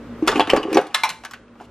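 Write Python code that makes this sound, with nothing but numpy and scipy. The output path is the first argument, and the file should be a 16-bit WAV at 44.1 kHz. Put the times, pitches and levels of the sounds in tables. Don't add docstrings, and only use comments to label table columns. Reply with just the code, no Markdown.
import sys
import numpy as np
from scipy import signal
from scipy.io import wavfile
from scipy.ndimage import uniform_filter1d

SR = 44100
rng = np.random.default_rng(int(sys.argv[2]) if len(sys.argv) > 2 else 0)


def dump_mix(stems):
    frames = np.atleast_2d(stems).T
    limited = np.clip(frames, -1, 1)
    pcm = np.round(limited * 32767).astype(np.int16)
    wavfile.write(sys.argv[1], SR, pcm)


def elevation(decibels):
    levels = np.asarray(decibels, float)
    return 10 ** (levels / 20)


N = 74970

# (frequency [Hz], level [dB], t60 [s])
BOARD = [(410, -6, 0.13), (523.4, -7, 0.058), (727.4, -3.5, 0.072), (795, 2.5, 0.036), (880, -11, .09),
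         (1060, 3, 0.031), (1130, -6.5, 0.072), (1646, -4.5, 0.032)]
# (frequency [Hz], phase [rad])
SPREAD = [(200, 0.057), (1000, 0.14), (3000, 0.33), (6000, 0.79), (10000, 1.4), (15000, 2.2)]


def evened(x):
    return x / np.sqrt(np.mean(x ** 2) + 1e-20)


def read(points, hz):
    f, value = np.transpose(points)
    return np.interp(np.log(hz + 1), np.log(f + 1), value)


def add(mix, s, sound):
    part = mix[:, round(s * SR):][:, :sound.shape[1]]
    part += sound[:, :part.shape[1]]


def ring(modes, phase=0, gap=1):
    hz, db, t60 = np.transpose(modes)[:, :, None]
    t = np.arange(9000) / SR
    onset = np.minimum(t * 4000, 1)
    envelope = elevation(db - 60 * t / np.maximum(t60, .005)) * onset
    half_gap = read(SPREAD, hz) * gap / 2
    angle = 2 * np.pi * hz * t + phase
    return np.array([(envelope * np.sin(angle + side * half_gap)).sum(0) for side in (1, -1)])


def struck(x, kick):
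    return signal.fftconvolve(x, kick[None], axes=1)


def without_bass(x, hz=233):
    return signal.sosfilt(signal.butter(3, hz, "high", fs=SR, output="sos"), x)


def background():
    # (frequency [Hz], level [dB])
    hiss = [(25, -19.5), (70, -21), (237, -6.5), (543, -10), (749, -20.5), (1210, -17), (3000, -31),
            (10500, -48.5), (12500, -81)]
    # (frequency [Hz], level [dB])
    hum = [(58, -53.5), (110, -53), (237, -46), (13000, -83)]
    # (time [s], hiss level [dB], hum level [dB])
    gain = [
        (0, -41.5, -40.5),
        (.2, -39.5, -37.5),
        (.8, -51, -57.5),
        (1.2, -52.5, -54),
        (1.7, -49.5, -47),
    ]
    frames, hz = N // 256 + 5, np.fft.rfftfreq(1024, 1 / SR)
    a, b, c, d, flutter = rng.standard_normal((frames, 513, 5)).T
    flutter = uniform_filter1d(flutter, size=10, axis=0)
    flutter = evened(uniform_filter1d(flutter, size=10, axis=1))
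    coherence = np.cos(np.clip(2.4 * read(SPREAD, hz) + 8 / (hz + 20), 0, 1.5))[:, None]
    left = a + 1j * b
    right = coherence * left + np.sqrt(1 - coherence ** 2) * (c + 1j * d)
    z = np.array([left, right]) * elevation(read(hiss, hz)[:, None] + 0.5 * flutter)
    t = np.arange(N) / SR
    out = evened(signal.istft(z, nperseg=1024, noverlap=768)[1][:, :N])
    s, hiss_db, hum_db = np.transpose(gain)
    out = out * elevation(np.interp(t, s, hiss_db))
    hum_gain_db = np.interp(t, s, hum_db)
    for f, db in hum:
        waver = uniform_filter1d(rng.standard_normal(N), size=1500)
        waver = evened(uniform_filter1d(waver, size=1500))
        tone = np.sin(2 * np.pi * f * t + .5 * waver)
        out += elevation(db + 45.5 + 2.7 * waver + hum_gain_db) * tone
    return out


def crack(db, tilt_db, t60, ring_hz):
    # (frequency [Hz], level [dB])
    colour = [(290, -39), (500, -9), (1310, -4), (2430, -9), (2720, -5.5), (3960, -11), (6360, -15),
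              (12500, -23), (15500, -36)]
    ring_db, ring_width_hz, ring_fade_s = 14.5, 256, 0.034
    snap_db, snap_t60 = 0.5, 0.012
    tail_db, tail_t60 = -12.5, 0.27
    damping, rise_s = 0.58, 0.0013
    chatter_s, chatter_db = .004, -9.5
    u = rng.random((2, 6))
    hz = np.fft.rfftfreq(128, 1 / SR)[:, None]
    t = np.arange(280) * 32 / SR
    a, b, c, e = rng.standard_normal((280, 65, 4)).T
    spectrum_db = read(colour, hz) + tilt_db * np.log2((hz + 200) / 3000) + 2.23 * e[:, :1]
    spectrum_db = spectrum_db + ring_db * np.exp(-((hz - ring_hz) / ring_width_hz) ** 2 - t / ring_fade_s)
    turn = np.exp(.5j * read(SPREAD, hz) * (1 + 0.8 * c))
    slow = ((hz + 200) / 2000) ** -damping
    body = elevation(-60 * t / (t60 * slow))
    snap = elevation(snap_db - 60 * t / snap_t60)
    tail = elevation(tail_db - 60 * t / (tail_t60 * slow))
    z = (a + 1j * b) * elevation(spectrum_db) * (body + snap + tail)
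    x = signal.istft(np.array([z * turn, z / turn]), nperseg=128, noverlap=96)[1]
    x = x * np.minimum(np.arange(x.shape[1]) / SR / rise_s, 1)
    kick = np.zeros(1500)
    rebounds = (u[0] * chatter_s * 3 * SR).astype(int) % 1500
    kick[rebounds] = elevation(chatter_db - 10 * u[1])
    kick[0] = 1
    x = without_bass(struck(x, kick), 650)
    return elevation(db) * x / abs(x).max()


def clatter():
    # (time [s], peak level [dB], loudest ring [Hz], tilt [dB/octave], t60 [s])
    ticks = [(0.223, -38.5, 2360, 1, 0.093), (0.2662, -26, 1830, 1, .067), (0.2747, -9.5, 1900, 3, 0.015),
             (0.278, -5.5, 4900, -1.5, .05), (0.2797, -5.5, 3700, -2, 0.031),
             (0.286, -11, 1800, -2.5, 0.061), (.296, -23, 1250, 3, 0.053), (0.316, -16, 5000, -1, .06),
             (0.3259, -16.5, 1150, -10, .05), (0.3575, -13.5, 2800, -3, 0.048),
             (0.377, -21.5, 3200, 2, 0.044), (.3955, -7.5, 2500, -3, 0.03),
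             (0.4054, -6.5, 3100, -4.5, 0.05), (0.4725, -18.5, 2916, -3, .05),
             (0.4952, -12.5, 1800, -4.5, .035), (0.4996, -6, 2810, -1, 0.037),
             (0.5341, -15, 1650, -0.5, .04), (0.5626, -14, 5500, -2, 0.065), (0.5646, -17, 2300, -2, 0.033),
             (0.6297, -21, 2700, -2, 0.1), (0.7283, -18, 2530, 2.5, 0.073), (0.745, -15, 5830, 0.5, 0.12),
             (0.7703, -9.5, 1930, -2.5, 0.088), (.812, -30, 1600, 3, 0.072), (0.868, -34, 3350, 4.5, 0.058),
             (0.942, -18, 1170, 4.5, 0.074), (1.036, -17, 2350, 0, .05), (1.049, -11.5, 900, 0, 0.11),
             (1.091, -14.5, 4100, 4, 0.086), (1.099, -18, 2630, 0, .06), (1.2359, -26, 1100, -1, 0.12),
             (1.2488, -19.5, 1260, 1.5, 0.078), (1.2505, -26, 2400, -1, .08), (1.3102, -25.5, 1050, 2, .05),
             (1.3342, -23.5, 1600, 0, 0.075), (1.481, -48.5, 2800, -2, .03), (1.554, -40.5, 800, -5, .04),
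             (1.5998, -32, 2700, -11, .04), (1.608, -31, 1000, -22.5, .05)]
    out = np.zeros((2, N))
    for s, db, hz, tilt_db, t60 in ticks:
        add(out, s, crack(db, tilt_db, t60, hz))
    return out


def knocks():
    # (time [s], peak level [dB], pitch [Hz], t60 [s], upper mode level [dB])
    blows = [(0.224, -6.5, 316.5, 0.14, -23.5), (.275, -13, 410, 0.026, -2), (.286, -10.5, 439, .05, -14),
             (.296, -11, 445, 0.066, -10), (0.323, -12.5, 863, 0.036, -8.5), (0.356, -6, 327, 0.032, -15),
             (0.372, -9, 302, 0.064, -40), (0.38, -17.5, 305, .03, -2.5), (.3952, -2.5, 880, 0.04, -11),
             (.405, -5, 880, 0.18, -8), (0.477, -16.5, 312, 0.052, -12.5), (0.5335, 4, 540, 0.025, -15),
             (.539, -18.5, 410, .08, -9), (.548, -10, 535, 0.06, -4), (.565, -15, 636, .05, -5),
             (.579, -15.5, 420, .06, -8), (0.6496, -25, 334, 0.05, -8), (.653, -18, 340, 0.051, -3.5),
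             (0.683, -16.5, 410, 0.09, -17), (0.701, -18.5, 420, .06, -12.5),
             (.714, -20.5, 503, 0.067, -18), (.729, -16, 440, .05, -9), (.716, -16, 318.4, 0.18, -16.5),
             (0.742, -14, 370, 0.06, -18), (0.751, -9, 315, .08, -20), (0.7575, -5.5, 370, 0.04, -10),
             (0.7705, 0, 403, 0.03, -7), (.773, -12, 1075, 0.044, -2), (.782, -8.5, 558, 0.04, -8),
             (.790, -17, 636, .04, -3.5), (.800, -22, 750, .04, -4.5), (.815, -24, 400, 0.036, -8),
             (.835, -36, 520, 0.032, -6), (1.107, -29.5, 164, .15, -23), (1.608, -31.5, 718, 0.05, -12.5)]
    contact_s = 0.0011
    out, push = np.zeros((2, N)), np.hanning(int(contact_s * SR) + 3)
    push = push / push.sum()
    for s, db, hz, t60, upper_db in blows:
        scatter = rng.standard_normal((len(BOARD), 3)) * [8, 4, 0]
        upper = np.array(BOARD) + [0, upper_db, 0] + scatter
        modes = np.vstack([[hz, 0, np.clip(t60, .02, .12)], upper])
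        add(out, s, elevation(db) * struck(ring(modes), push))
    return without_bass(out)


def random_impulses(rate):
    sizes = elevation(2.9 * np.minimum(rng.exponential(1, N), 3))
    return (rng.random(N) < rate / 4 / SR) * sizes * rng.choice([-1, 1], N)


def drag():
    # (time [s], board rumble level [dB], handle rattle level [dB])
    slides = [
        (.23, -38.5, -50),
        (0.362, -23.5, -30.5),
        (0.461, -36, -51),
        (0.561, -21, -43),
        (0.632, -34, -63),
        (0.752, -30.5, -32),
        (.82, -43, -57.5),
        (0.942, -52, -49.5),
    ]
    slips_per_s, rattles_per_s = 240, 570
    upper_db = -3.5
    shake_db, shake_hz = -17, (46.5, 150)
    brush_s, brush_db, brush_length_s = 1.63, -52, .035
    s, low_db, high_db = np.transpose(slides)
    t, out = np.arange(N) / SR, np.zeros((2, N))
    slips, rattles = np.zeros((2, 2, N))
    for _ in range(4):
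        board = np.vstack([[322, 4, .07], [430, 0, .06], np.array(BOARD[1:]) + [0, upper_db, 0]])
        board = board + rng.standard_normal((len(BOARD) + 1, 3)) * [10, 3, 0]
        slips += struck(ring(board), random_impulses(slips_per_s))[:, :N]
        rattles += struck(crack(0, -2.3, 0.086, 2500), random_impulses(rattles_per_s))[:, :N]
    for x, db in ((slips, low_db), (rattles, high_db)):
        out += evened(x) * elevation(np.interp(t, s, db, -90, -90))
    stroke = np.exp(-((t - brush_s) / brush_length_s) ** 2)
    brush = elevation(brush_db) * stroke * evened(np.gradient(rattles, axis=1))
    noise = rng.standard_normal(N) + 0.22 * rng.standard_normal((2, N))
    shake = signal.sosfilt(signal.butter(2, shake_hz, "band", fs=SR, output="sos"), noise)
    shake = evened(shake) * elevation(shake_db + np.interp(t, s, low_db, -90, -90))
    return shake + without_bass(out + brush)


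def drawer_jolts():
    # (time [s], level [dB])
    jolts = [
        (.285, -36),
        (.532, -33),
    ]
    out = np.zeros((2, N))
    u = np.arange(4000) / SR / .008
    for s, db in jolts:
        add(out, s, elevation(db) * np.ones((2, 1)) * u * (2 - u) * np.exp(1 - u))
    return out


def steel_tine():
    # (frequency [Hz], level [dB], t60 [s])
    tine = [4660, -46, .08]
    out, t = np.zeros((2, N)), np.arange(6000) / SR
    contacts = rng.standard_normal(6000) * (rng.random(6000) < .05) * elevation(-60 * t / .11)
    add(out, .566, struck(ring([tine]), contacts))
    return out


def peeler():
    # (time [s], peak level [dB], crack tilt [dB/octave], crack t60 [s], ring level [dB])
    landings = [
        (0.945, -2.5, 2.5, 0.04, -19.5),
        (1.0347, -12, 5, 0.12, -16),
    ]
    # (frequency [Hz], level [dB], t60 [s])
    drop_modes = [(740, -15.5, 0.091), (875, -14, 0.071), (1058, -1.5, 0.083), (1170, -2, 0.048),
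                  (1302, 1.5, 0.048), (1750, -4, 0.056), (2100, -1.5, 0.1), (2673, -0.5, 0.018),
                  (3130, -6, 0.063), (3420, -9, 0.034), (4100, -4, .05), (5960, -15, 0.019)]
    # (frequency [Hz], level [dB], t60 [s])
    bounce_modes = [(738, -11.5, 0.052), (888.2, -2, 0.13), (1033, -4, 0.077), (1476, -12.5, 0.054),
                    (2090, -5.5, 0.075), (2340, 0.5, 0.045), (2543, -7, 0.078), (3380, -7, 0.024),
                    (4054, -6, 0.035), (5540, -3, 0.028)]
    rocking_t60, rocking_db = 0.14, -12
    out, t = np.zeros((2, N)), np.arange(6000) / SR
    for (s, db, tilt_db, t60, ring_db), modes in zip(landings, (drop_modes, bounce_modes)):
        rocking = rng.standard_normal(6000) * (rng.random(6000) < .03)
        rocking = rocking * elevation(rocking_db - 60 * t / rocking_t60)
        add(out, s, crack(db, tilt_db, t60, 3920))
        phase = 2 * np.pi * rng.random((len(modes), 1))
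        add(out, s, elevation(ring_db) * struck(ring(modes, phase), rocking + (t == 0)))
    return out


def room(x):
    # (frequency [Hz], t60 [s])
    reverb = [(200, 0.25), (1000, 0.38), (4000, 0.37), (12000, 0.41)]
    taps = np.zeros((2, 20000))
    at = np.arange(100, 19980, 20) + rng.integers(0, 20, (1, 994)) + rng.integers(0, 3, (2, 994))
    signs = rng.choice([-1., 1.], (1, 994)) * np.ones((2, 1))
    np.put_along_axis(taps, at, signs, 1)
    hz, t, z = signal.stft(taps, SR, nperseg=256)
    tail = signal.istft(z * elevation(-60 * t / read(reverb, hz)[:, None]), SR, nperseg=256)[1]
    return signal.fftconvolve(x, tail / np.linalg.norm(tail[0]), axes=1)[:, :N]


def treble_gate(x):
    # (frequency [Hz], level [dB])
    threshold = [(7000, -38), (10000, -22), (12500, -12), (15500, -3)]
    spread_db, recover_db_per_s = 5, 70
    hz, t, z = signal.stft(x, SR, nperseg=2048, noverlap=1024)
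    band = np.minimum(np.arange(len(hz)) // 16, 63)
    power = (abs(z[:, :1024]) ** 2).reshape(2, 64, 16, -1).mean((0, 2))
    level_db = 10 * np.log10(power + 1e-16)
    recovery_db = recover_db_per_s * t
    held_db = np.maximum.accumulate(level_db + recovery_db, axis=1) - recovery_db
    chance_db = spread_db * rng.standard_normal((len(t), 64)).T * (held_db > level_db + 3)
    keep = (level_db - held_db + chance_db)[band] > read(threshold, hz)[:, None]
    keep = keep | (hz < threshold[0][0])[:, None]
    return signal.istft(z * keep, SR, nperseg=2048, noverlap=1024)[1][:, :N]


def scene():
    near = clatter() + knocks() + drag() + drawer_jolts() + steel_tine() + peeler()
    return background() + near + elevation(-12.5) * room(near)


def roll_off(x):
    return signal.sosfilt(signal.butter(12, 15800, fs=SR, output="sos"), x)


def record(dry):
    lowpass = signal.firwin(255, 15700, fs=SR)[None]
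    x = signal.oaconvolve(np.clip(dry, -1, 1), lowpass, "same")
    mix = np.clip(treble_gate(x), -1, 1)
    return roll_off(mix)


dry = scene()
out = record(dry)
dump_mix(out)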